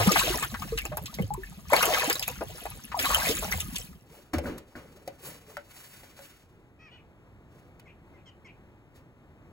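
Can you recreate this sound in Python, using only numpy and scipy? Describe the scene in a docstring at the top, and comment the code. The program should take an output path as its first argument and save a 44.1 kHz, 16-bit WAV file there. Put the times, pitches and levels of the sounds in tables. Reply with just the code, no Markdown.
"""Water splashes, gulps air and drips as a plastic watering can is dunked three times in a water butt. The full
can thuds onto soil, slops and knocks; a hand and sleeve rub and swish over its plastic. Jackdaws call far off
over a low outdoor rumble; two closely spaced microphone ports pick it all up. Water is ringing bubbles and
noise bursts, the can is damped wall modes, the rustle is tiny slips, and each call is a harmonic stack through
a throat resonance."""
import sys
import numpy as np
from scipy import signal
from scipy.fft import rfft, irfft, next_fast_len
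from scipy.io import wavfile
from scipy.ndimage import map_coordinates

SR = 44100
rng = np.random.default_rng(int(sys.argv[2]) if len(sys.argv) > 2 else 0)


def store_pcm(level_fs):
    """Save levels as 16-bit WAV."""
    pcm = np.round(np.clip(level_fs, -1, 1) * 32767).astype(np.int16)
    wavfile.write(sys.argv[1], SR, np.atleast_2d(pcm).T)


N = 419832

# can plunged, nudged, lifted out: (time [s], length [s], relative bubbling [dB], relative spray [dB])
SURGES = [(0.0, 0.31, -26.5, -35.5), (1.741, 0.33, -26.5, -36.5), (2.482, 0.041, -42.5, -52),
          (3.021, 0.27, -29, -35), (3.424, .025, -35.5, -43), (3.516, 0.07, -38, -42),
          (3.757, 0.067, -53, -51.5)]
# spectrum of thrown spray: (frequency [Hz], level [dB])
SPRAY_SPECTRUM = [(500, -39), (2000, -8), (4000, -13.5), (5500, -9), (11000, -2), (16000, -4)]
# spectrum of rubbed plastic: (frequency [Hz], level [dB])
RUB_SPECTRUM = [(100, 0), (350, -10), (430, 1), (530, 1), (700, -5.5), (1600, -10), (8000, -29.5)]
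# spectrum of cloth swish and contact ticks: (frequency [Hz], level [dB])
SWISH_SPECTRUM = [(500, -5.5), (2000, 0.5), (12000, -7), (16000, -7)]

DROPLET_LOW_HZ, DROPLET_HIGH_HZ, DROPLET_CYCLES = 2413, 16300, 33
MIST_DB = -9.5  # finest spray, relative to the droplets


def churn(waves):
    """One patch of water heaves, folds in bubbles and throws spray; in lulls it follows the waves."""
    # spectrum of bubbles and foam: (frequency [Hz], level [dB])
    bubbling_spectrum = [(150, -4), (350, -10.5), (700, -5), (2100, -0.5), (3600, -0.5), (7000, -5.5),
                         (12000, -49)]
    # slow waves settle, then the lifted can stirs them: (time [s], level [dB])
    heave_levels = [(1.3, -45), (1.5, -51.5), (2.9, -53), (3.1, -46)]
    _, _, bubbling_levels, spray_levels = np.transpose(SURGES)
    bubbling_db = surge_db(bubbling_levels, fall_db_per_s=131)
    spray_db = surge_db(spray_levels, fall_db_per_s=70.5)
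    busy = np.clip((bubbling_db + 45) / 12, 0, 1)  # 0 in a lull, 1 in a surge
    droplets = swarm(200, DROPLET_LOW_HZ, DROPLET_HIGH_HZ, DROPLET_CYCLES,
                     spread_db=5, samples=800, rise=.1)
    clump_db = np.clip(-.3 * (spray_db + 23.5), 0, 6)  # droplets bunch in the lulls
    droplets *= amp(clump_db * (np.minimum(wobble(25), 1.8) - 1.6))
    foam = amp(-8.5) * noise(bubbling_spectrum)
    mist = amp(MIST_DB) * rng.standard_normal(N)
    breaking = amp(2.4 * wobble(35))
    bubbles = filtered(folds(busy), lambda hz: amp(along(bubbling_spectrum, hz)))
    bubbling = breaking * (bubbles + foam) * amp(bubbling_db - 6 + 1.5 * (busy - .5))
    spray = coloured(breaking * (droplets + mist), SPRAY_SPECTRUM) * amp(spray_db - 1)
    slosh = amp(3 * (1 - busy) * (np.minimum(waves, 1) - 1))
    heave_db = np.interp(np.arange(N) / SR, *np.transpose(heave_levels)) + water_fade_db()
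    return amp(heave_db) * low_waves() + slosh * (bubbling + spray)


def surge_db(levels_db, fall_db_per_s):
    """Each surge rises, holds and collapses into a run-off that trickles on, then stops."""
    rise_s, runoff_s = .031, 1.28
    t, power = np.arange(N) / SR, 1e-12
    for (start_s, length_s, *_), db in zip(SURGES, levels_db):
        since_s = np.maximum(t - start_s - length_s, 0)
        runoff_db = -15 - 1.5 * since_s - fall_db_per_s * np.maximum(since_s - runoff_s, 0)
        attack = np.exp(np.minimum(t - start_s, 0) / rise_s)
        release = amp(-fall_db_per_s * since_s) + amp(runoff_db)
        power += (amp(db - 1.5) * attack * release) ** 2
    return 10 * np.log10(power) + water_fade_db()


def water_fade_db():
    """The water fades away after the last dunk."""
    start_s, fall_db_per_s = 3.798, 73
    return -fall_db_per_s * np.maximum(np.arange(N) / SR - start_s, 0)


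def folds(busy):
    """Each fold of water traps five bubbles of similar size; calm water seldom folds."""
    rate_per_s, calm_share, scatter_s, spread_db = 42, .2, .008, 3.3
    low_hz, high_hz, cycles = 374, 6270, 32
    track, t, energy = np.zeros(N), np.arange(SR // 20) / SR, 0
    count = int(rate_per_s * N / SR)
    draws = zip(rng.random((count, 3)), rng.standard_normal((count, 3, 5, 1)))
    for (when, pitch, chance), (late, detune, size) in draws:
        hz = low_hz * (high_hz / low_hz) ** pitch * np.exp(.25 * detune)
        rings = bubble(np.maximum(t - scatter_s * np.abs(late), 0), hz, cycles / hz, rise=.12)
        fold = (amp(spread_db * size) * rings).sum(axis=0)
        energy += fold @ fold
        if chance < calm_share + busy[int(when * N)]:
            add(track, when * N / SR, fold)
    return track / np.sqrt(energy / N)


def splashes():
    """Slaps and plops land on any of three patches of water; only slaps throw spray."""
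    # slaps of water: (time [s], relative level [dB], centre [Hz], relative spray [dB])
    slaps = [(0.071, -10, 906, -19.5), (0.116, -18.5, 3280, -5.5), (0.19, -10, 4500, -8.5),
             (0.425, -13, 1310, -12), (0.541, -18.5, 1290, -36), (0.619, -23, 1070, -20),
             (0.775, -13.5, 2530, -22.5), (0.851, -22, 626, -11.5), (0.97, -19, 727, -17),
             (1.057, -21, 4040, -16.5), (1.14, -25, 4070, -14), (1.826, -8, 1240, -14.5),
             (1.853, -16, 568, -5.5), (2.097, -9, 1940, -18.5), (2.224, -15, 3160, -19),
             (2.277, -20.5, 757, -7), (2.99, -15, 2130, -11), (3.043, -11, 1400, -24.5),
             (3.291, -15.5, 408, -9.5), (3.518, -15.5, 1850, -22), (3.6, -28.5, 2390, 1),
             (3.756, -25, 5100, -3.5)]
    # water closing over air pockets: (time [s], relative level [dB], centre [Hz])
    plops = [(0.0, -7, 683), (0.919, -23.5, 890), (1.185, -16, 436), (1.73, -1.5, 782), (1.765, -10, 1160),
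             (2.408, -14.5, 587), (2.653, -19.5, 695), (2.916, -20.5, 1360)]
    patches, t = np.zeros((3, N)), np.arange(SR // 10) / SR
    for start_s, db, centre_hz, spray_db in slaps:
        spray = shower(t, count=70) * decay(t, t60_s=.076) * onset(t, rise_s=.00097)
        patch = patches[rng.integers(3)]
        burst = splash(t, centre_hz, rise_s=.0018, t60_s=.059, q=.81)
        add(patch, start_s, amp(db - 10) * (burst + amp(spray_db + 14) * spray))
    for start_s, db, centre_hz in plops:
        patch = patches[rng.integers(3)]
        add(patch, start_s, amp(db - 9.5) * splash(t, centre_hz, rise_s=.0037, t60_s=.06, q=.7))
    return patches


def splash(t, centre_hz, rise_s, t60_s, q):
    """Water hits water: a hollow burst traps a cluster of bubbles."""
    hollow = unit(resonance(resonance(rng.standard_normal(len(t)), centre_hz, q), centre_hz, q))
    late, detune = rng.standard_normal((2, 8, 1))
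    hz = centre_hz * np.exp(.24 * detune)
    cluster = bubble(np.maximum(t - .015 * np.abs(late), 0), hz, t60_s=28 / hz).sum(axis=0)
    return hollow * decay(t, t60_s) * onset(t, rise_s) + .5 * cluster


def shower(t, count):
    """Thrown droplets ping over a little mist; rms 1."""
    when, pitch, strength = rng.random((3, count, 1))
    hz = DROPLET_LOW_HZ * (DROPLET_HIGH_HZ / DROPLET_LOW_HZ) ** pitch
    pings = strength * bubble(np.maximum(t - when * t[-1], 0), hz, DROPLET_CYCLES / hz)
    mist = amp(MIST_DB) * rng.standard_normal(len(t))
    return coloured(unit(pings.sum(axis=0)) + mist, SPRAY_SPECTRUM)


def gulps():
    """Big pockets of air escape from the can and ring."""
    # large bubbles: (time [s], pitch [Hz], level [dB], t60 [s], pitch rise per t60 [ratio])
    air_pockets = [(0.0, 109, -16, 0.22, -0.45), (0.073, 191, -2.5, 0.065, -0.082),
                   (.091, 1204, -13.5, 0.034, 0.078), (.159, 1090, -17.5, .03, 0.55),
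                   (.166, 730, -22.5, .07, -.55), (.302, 377, -17.5, 0.062, -0.18),
                   (.342, 994, -23, 0.053, 0.13), (.722, 447, -21, .11, 0.059),
                   (.917, 598, -28.5, 0.14, 0.08), (1.081, 1110, -43, 0.14, 1),
                   (1.186, 2074, -29.5, 0.035, 0.39), (1.2, 188, -12.5, 0.072, -0.26),
                   (1.236, 105, -15.5, 0.095, -0.061), (1.305, 820, -24, 0.15, .25),
                   (1.346, 993, -28, 0.046, .2), (1.377, 385, -29, 0.13, -0.018),
                   (1.434, 1770, -29.5, 0.031, -0.0062), (1.722, 572, -12.5, 0.15, 0),
                   (1.886, 692, -22.5, 0.15, 0.52), (2.077, 274, -16.5, 0.042, 0.38),
                   (2.412, 560, -25.5, 0.071, -0.17), (2.944, 840, -16.5, 0.038, 1),
                   (2.966, 776, -26.5, 0.13, -1.1), (3.061, 1080, -19.5, .05, 0.26),
                   (3.12, 1027, -19, 0.052, 0.84), (3.181, 820, -20.5, .04, .6),
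                   (3.298, 400, -15.5, .05, .5), (3.546, 82.6, -23.5, 0.27, 0.082)]
    track, t = np.zeros(N), np.arange(SR // 4) / SR
    for start_s, hz, db, t60_s, rise in air_pockets:
        add(track, start_s, amp(db) * bubble(t, hz, t60_s, rise))
    return track


def drips():
    """Drops strike the plastic with a sharp tick and a brief ring."""
    # drops on the can: (time [s], level [dB], ring [Hz])
    drops = [(.623, -23, 1175), (0.787, -18, 2680), (.818, -27, 2240), (0.971, -21.5, 11860),
             (1.222, -28.5, 2930), (1.338, -27, 7720), (1.703, -19.5, 990), (1.733, -8, 2140),
             (1.764, -13.5, 4280), (2.128, -16, 4830), (2.155, -20, 3850), (2.195, -19, 4920),
             (2.655, -17, 745), (3.056, -17, 3830), (3.146, -5.5, 2924), (3.393, -25, 7260),
             (3.524, -13.5, 2000), (3.783, -25, 7500)]
    track, t = np.zeros(N), np.arange(SR // 4) / SR
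    for start_s, db, hz in drops:
        tick = noise(SPRAY_SPECTRUM, len(t)) * decay(t, t60_s=.03) * min(hz / 4500, 1)
        add(track, start_s, amp(db) * (.5 * tick + .8 * bubble(t, hz, t60_s=.022)))
    return track


def knocks():
    """Heavy blows wake the can's low modes, hard ones its high modes; long contact blurs the blow."""
    # blows on the full can: (time [s], level [dB], hardness [dB], contact [s])
    blows = [(4.333, -23.5, -26, 0.018), (4.383, -23.5, -16, 0.0024), (4.456, -31.5, 12, 0.052),
             (4.753, -37.5, 11.5, 0.042), (5.076, -26.5, -46, 0.0014), (5.569, -30.5, -1, 0.0016),
             (6.033, -48.5, -1, 0.0018), (6.191, -40, -9, 0.0011)]
    # modes of the walls and air space: (frequency [Hz], level [dB], t60 before soil damping [s])
    modes = [(73.4, -9.5, 0.67), (155, -2.5, 0.22), (239.6, 3, 0.18), (333.4, -2, 0.29), (553, -5.5, 0.13),
             (705, -5.5, 0.046), (833, -7.5, 0.055), (1495, 0.5, 0.03), (1880, 5.5, 0.0091)]
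    heavy_contact_s, soft_contact_s = .0043, .04
    split = .031 * np.array([[-1], [1]])  # uneven walls make each mode a beating pair
    track, t = np.zeros(N), np.arange(SR // 2) / SR
    for start_s, db, hard_db, contact_s in blows:
        weight_db = -20 * np.log10(1 + (heavy_contact_s / contact_s) ** 3)
        tick_db = -9 - 20 * np.log10(1 + (contact_s / soft_contact_s) ** 2)
        force = [(300, weight_db), (520, 0), (800, 0), (1400, hard_db)]
        damping = 1 + .7 * amp(weight_db)  # heavy blows press the can into the soil
        ring = 0
        for hz, mode_db, t60_s in modes:
            envelope = amp(mode_db + along(force, hz) + rng.normal(0, 1)) * decay(t, t60_s / damping)
            pair_hz = hz * (rng.normal(1, .04, (2, 1)) + split)
            ring += envelope * np.sin(2 * np.pi * (pair_hz * t + rng.random((2, 1)))).sum(axis=0)
        grit = amp(weight_db / 2 - 4) * noise(RUB_SPECTRUM, len(t)) * np.exp(-t / (contact_s + .0061))
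        tick = amp(tick_db) * noise(SWISH_SPECTRUM, len(t)) * np.exp(-t / (contact_s / 2 + .0048))
        add(track, start_s, amp(db) * (.68 * ring + grit + tick) * onset(t, .12 * contact_s))
    return track


def landing():
    """The can sinks into soil with thuds that sag in pitch as it settles; the water inside slops back."""
    # base meeting the soil: (time [s], relative level [dB], pitch [Hz], t60 [s])
    thuds = [(4.337, -3.5, 287, 0.05), (4.363, -11.5, 88, 0.11)]
    # spectrum of water swinging in the can: (frequency [Hz], level [dB])
    slop_spectrum = [(90, -9.5), (320, -1), (560, -12), (900, -53)]
    track = amp(-39.5) * noise(slop_spectrum) * bell(np.arange(N) / SR, centre_s=4.49, width_s=.095)
    t = np.arange(SR // 4) / SR
    for start_s, db, hz, t60_s in thuds:
        add(track, start_s, amp(db) * bubble(t, hz, t60_s, rise=-.37) * onset(t, rise_s=.018))
    return track


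def handling():
    """Skin and cloth drag over plastic in tiny slips; each stroke swells and dies away."""
    # strokes of hand and sleeve: (peak time [s], decay time [s], rub [dB], swish [dB])
    strokes = [(4.161, 0.091, -53.5, -55.5), (4.46, 0.046, -39, -53), (4.583, 0.0057, -46.5, -47.5),
               (4.933, 0.4, -57.5, -62), (5.278, 0.079, -51, -47), (5.517, 0.056, -57.5, -56.5),
               (5.8, 0.15, -80, -52.5), (5.99, 0.17, -93, -58.5), (6.248, 0.097, -72, -55),
               (7.577, 0.083, -61, -65), (7.799, 0.0042, -79, -54.5), (8.966, 0.024, -76.5, -59.5)]
    # spectrum of the hiss of strong strokes: (frequency [Hz], level [dB])
    hiss_spectrum = [(4000, -49), (7000, 2), (11000, 5), (16000, 4)]
    hiss_from_db = -51.5
    t = np.arange(N) / SR
    rub_gain, swish_gain = np.zeros((2, N))
    for peak_s, decay_s, rub_db, swish_db in strokes:
        age = (t - peak_s) / decay_s
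        speed = np.exp(-np.where(age < 0, (age / .74) ** 2, age))
        rub_gain += amp(rub_db) * speed
        swish_gain += amp(swish_db) * speed
    slips = swarm(rate_per_s=380, low_hz=127.5, high_hz=3260, cycles=37, spread_db=2.5, samples=1200)
    fibres = noise(SWISH_SPECTRUM) * amp(2.76 * wobble(70))
    hiss = swish_gain / amp(hiss_from_db) * noise(hiss_spectrum)
    rub = coloured(slips + .5 * rng.standard_normal(N), RUB_SPECTRUM)
    return rub_gain * rub + swish_gain * (fibres + hiss)


def jackdaws():
    """An unsteady harmonic stack bends down, shaped by the throat, and breaks into a rasp."""
    # calls: (time [s], length [s], pitch [Hz], relative level [dB], throat resonance [Hz],
    # pitch fall [ratio], closing rasp [dB])
    calls = [(6.788, 0.12, 614.5, -67, 2410, 0.12, -23), (6.906, 0.074, 477, -67.5, 2950, 0.0094, -6),
             (7.855, 0.031, 1115, -73, 2170, 0.18, 4), (8.131, 0.053, 1044, -80, 2140, 0.11, 0),
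             (8.256, 0.049, 1064, -68.5, 3050, 0.136, -16), (8.446, 0.036, 1089, -66, 2340, .14, -1)]
    # throat response: (frequency [Hz], gain [dB])
    throat = [(1200, 7), (2900, -4), (4000, -9), (5400, 0), (8000, -3), (11000, -50)]
    arch_per_s, jitter_hz, throat_q = .6, 11, 7
    rasp_hz, rasp_s = 2470, .023
    track, t = np.zeros(N), np.arange(SR // 4) / SR
    for start_s, length_s, start_hz, db, throat_hz, fall, rasp_db in calls:
        progress = np.minimum(t / length_s, 1)
        arch = np.sin(np.pi * progress)
        pitch_hz = start_hz * (1 + arch_per_s * length_s * arch - fall * progress ** 1.5)
        pitch_hz += jitter_hz * wobble(260)[:len(t)]
        phase = 2 * np.pi * np.cumsum(pitch_hz) / SR
        harmonics = np.sin(np.outer(np.arange(1, 10), phase) + 2 * np.pi * rng.random((9, 1)))
        breath, hoarse = rng.standard_normal((2, len(t))) * (1 + np.cos(phase))
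        source = unit(harmonics.sum(axis=0)) + .5 * breath
        voice = coloured(resonance(source, throat_hz, throat_q), throat) * np.sqrt(np.abs(arch))
        rasp = unit(resonance(resonance(hoarse, rasp_hz, throat_q), rasp_hz, throat_q / 2))
        rasp *= bell(t, length_s + rasp_s / 2, rasp_s)
        add(track, start_s, amp(db + 11.5) * (voice + amp(rasp_db) * rasp))
    return track


def wide_heave():
    """Deep heaving of the water, unrelated at the two ports, widens the bass."""
    return amp(-56.5 + water_fade_db()) * np.array([low_waves(), low_waves()])


def low_waves():
    """Slow waves heave in short, deep pulses; rms 1."""
    # spectrum of heaving water: (frequency [Hz], level [dB])
    heave_spectrum = [(20, -21.5), (45, -6.5), (80, -6), (180, -0.5), (300, -9), (1000, -38)]
    pulses = swarm(rate_per_s=31, low_hz=36.5, high_hz=365, cycles=6.3, spread_db=2, samples=4000)
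    return coloured(pulses, heave_spectrum)


def outdoors():
    """A distant rumble, nearly alike at both ports, wavers and swells a little."""
    # spectrum of the rumble: (frequency [Hz], level [dB])
    rumble_spectrum = [(20, -18), (50, -3), (120, -2.5), (220, -9.5), (340, -9), (450, -13.5), (900, -19),
                       (2500, -28), (4500, -41.5), (10000, -46.5), (15000, -46.5)]
    rumble = ports(noise(rumble_spectrum), tilt_share=.65) + amp(-9) * noise(rumble_spectrum, (2, N))
    swell_db = np.interp(np.arange(N) / SR, [6.4, 7.8, 8.7], [-59, -54.5, -56])
    return amp(swell_db + .9 * wobble(8)) * rumble


def echoes(x, t60_s, delay_s):
    """A dying cloud of reflections, different at each port."""
    # spectrum of echoes off near walls: (frequency [Hz], level [dB])
    wall_spectrum = [(100, -7.5), (500, 3), (2900, 7), (16000, -17.5)]
    t = np.arange(SR // 2) / SR
    tail = noise(wall_spectrum, (2, len(t))) * decay(t, t60_s) * (t > delay_s)
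    return signal.fftconvolve(x[None], tail / np.linalg.norm(tail[0]), axes=1)[:, :N]


def ports(x, shift_rad=0, tilt_share=1):
    """Sound reaches two ports with different phase and strength; shift_rad acts on the middle band."""
    # phase between the ports: (frequency [Hz], left lead [rad])
    port_phase = [(0, 0), (900, .6), (2200, 2.2), (3200, 3.8), (4200, 6.2), (5100, 9), (7000, 6.28),
                  (15800, -6.28)]
    # level tilt for the butt, which lies to the left: (frequency [Hz], left minus right [dB])
    port_tilt = [(250, -0.5), (550, 1), (1000, 5), (2000, 5), (4000, 0)]

    def response(hz):
        middle_band = along([(300, 0), (1800, 1), (4500, 1), (7000, .35)], hz)
        lead_rad = np.interp(hz, *np.transpose(port_phase)) + shift_rad * middle_band
        tilt = amp(tilt_share * along(port_tilt, hz) / 2)
        return np.array([tilt, np.exp(-1j * lead_rad) / tilt])
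    return filtered(x, response)


def bubble(t, hz, t60_s, rise=.25):
    """A damped ring whose pitch glides by the share rise per t60, as a bubble's does near the surface."""
    return np.sin(2 * np.pi * hz * t * (1 + rise * t / t60_s / 2)) * decay(t, t60_s) * onset(t, 1 / hz)


def swarm(rate_per_s, low_hz, high_hz, cycles, spread_db, samples, rise=.98):
    """Short rings of random time, pitch and strength; rms 1."""
    when, pitch, strength, life = rng.random((int(rate_per_s * N / SR), 4)).T[:, :, None]
    hz = low_hz * (high_hz / low_hz) ** pitch
    gain = amp(-spread_db * np.log(.02 + strength))
    rings = gain * bubble(np.arange(samples) / SR, hz, cycles * (.5 + life) / hz, rise)
    positions = (when * N).astype(int) + np.arange(samples)
    return unit(np.bincount(positions.ravel(), rings.ravel(), N)[:N])


def amp(db):
    """Decibels to gain."""
    return 10 ** (np.asarray(db) / 20)


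def unit(x):
    """x at rms 1."""
    return x / np.sqrt(np.mean(x ** 2) + 1e-20)


def onset(t, rise_s):
    """Exponential rise to 1."""
    return 1 - np.exp(-t / rise_s)


def decay(t, t60_s):
    """Fall of 60 dB per t60_s."""
    return amp(-60 * t / t60_s)


def bell(t, centre_s, width_s):
    """Gaussian swell."""
    return np.exp(-((t - centre_s) / width_s) ** 2)


def wobble(knots_per_s):
    """A smooth random curve."""
    knots = rng.standard_normal(int(N * knots_per_s / SR) + 4)
    return map_coordinates(knots, [np.arange(N) * knots_per_s / SR])


def along(points, hz):
    """(frequency [Hz], value) points read on a log axis."""
    knots_hz, values = np.transpose(points)
    return np.interp(np.log(hz + 1), np.log(knots_hz + 1), values)


def filtered(x, response):
    """x through a frequency response."""
    n = x.shape[-1]
    padded = next_fast_len(n + 4096)
    return irfft(rfft(x, padded) * response(np.fft.rfftfreq(padded, 1 / SR)), padded)[..., :n]


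def resonance(x, centre_hz, q):
    """x through one resonance."""
    return filtered(x, lambda hz: 1 / (1 + 1j * q * (hz / centre_hz - centre_hz / (hz + 1))))


def coloured(x, spectrum):
    """x shaped by a spectrum; rms 1."""
    return unit(filtered(x, lambda hz: amp(along(spectrum, hz))))


def noise(spectrum, shape=N):
    """Coloured noise; rms 1."""
    return coloured(rng.standard_normal(shape), spectrum)


def add(track, start_s, sound):
    """Mix a sound into the track."""
    part = track[max(round(start_s * SR), 0):][:len(sound)]
    part += sound[:len(part)]


def scene():
    """Three patches of water inside the butt, the can by a wooden wall, birds far away."""
    waves = wobble(9)
    patches = [churn(waves) + patch for patch in splashes()]
    gulps_and_drips = gulps() + drips()
    can = knocks() + landing() + handling()
    birds = jackdaws()
    water = ports(gulps_and_drips)
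    pan_db = np.array([[-.4], [.4]])  # outer patches are panned slightly to either side
    for patch, side in zip(patches, (-1, 0, 1)):
        water += ports(patch, shift_rad=side) * amp(side * pan_db)
    near = ports(can, shift_rad=-.87, tilt_share=.65)
    walls = amp(-11) * echoes(sum(patches) + gulps_and_drips, t60_s=.058, delay_s=.004)
    walls += amp(-12) * echoes(can, t60_s=.14, delay_s=.003)
    far = ports(birds, shift_rad=-2, tilt_share=.65) + amp(-15) * echoes(birds, t60_s=.2, delay_s=.01)
    return water + near + walls + far + outdoors() + wide_heave()


def record(dry):
    """A steep low-pass limits the band."""
    top_hz = 15900
    return filtered(dry, lambda hz: .5 - .5 * np.tanh((hz - top_hz) / 70))


dry = scene()
out = record(dry)
store_pcm(out)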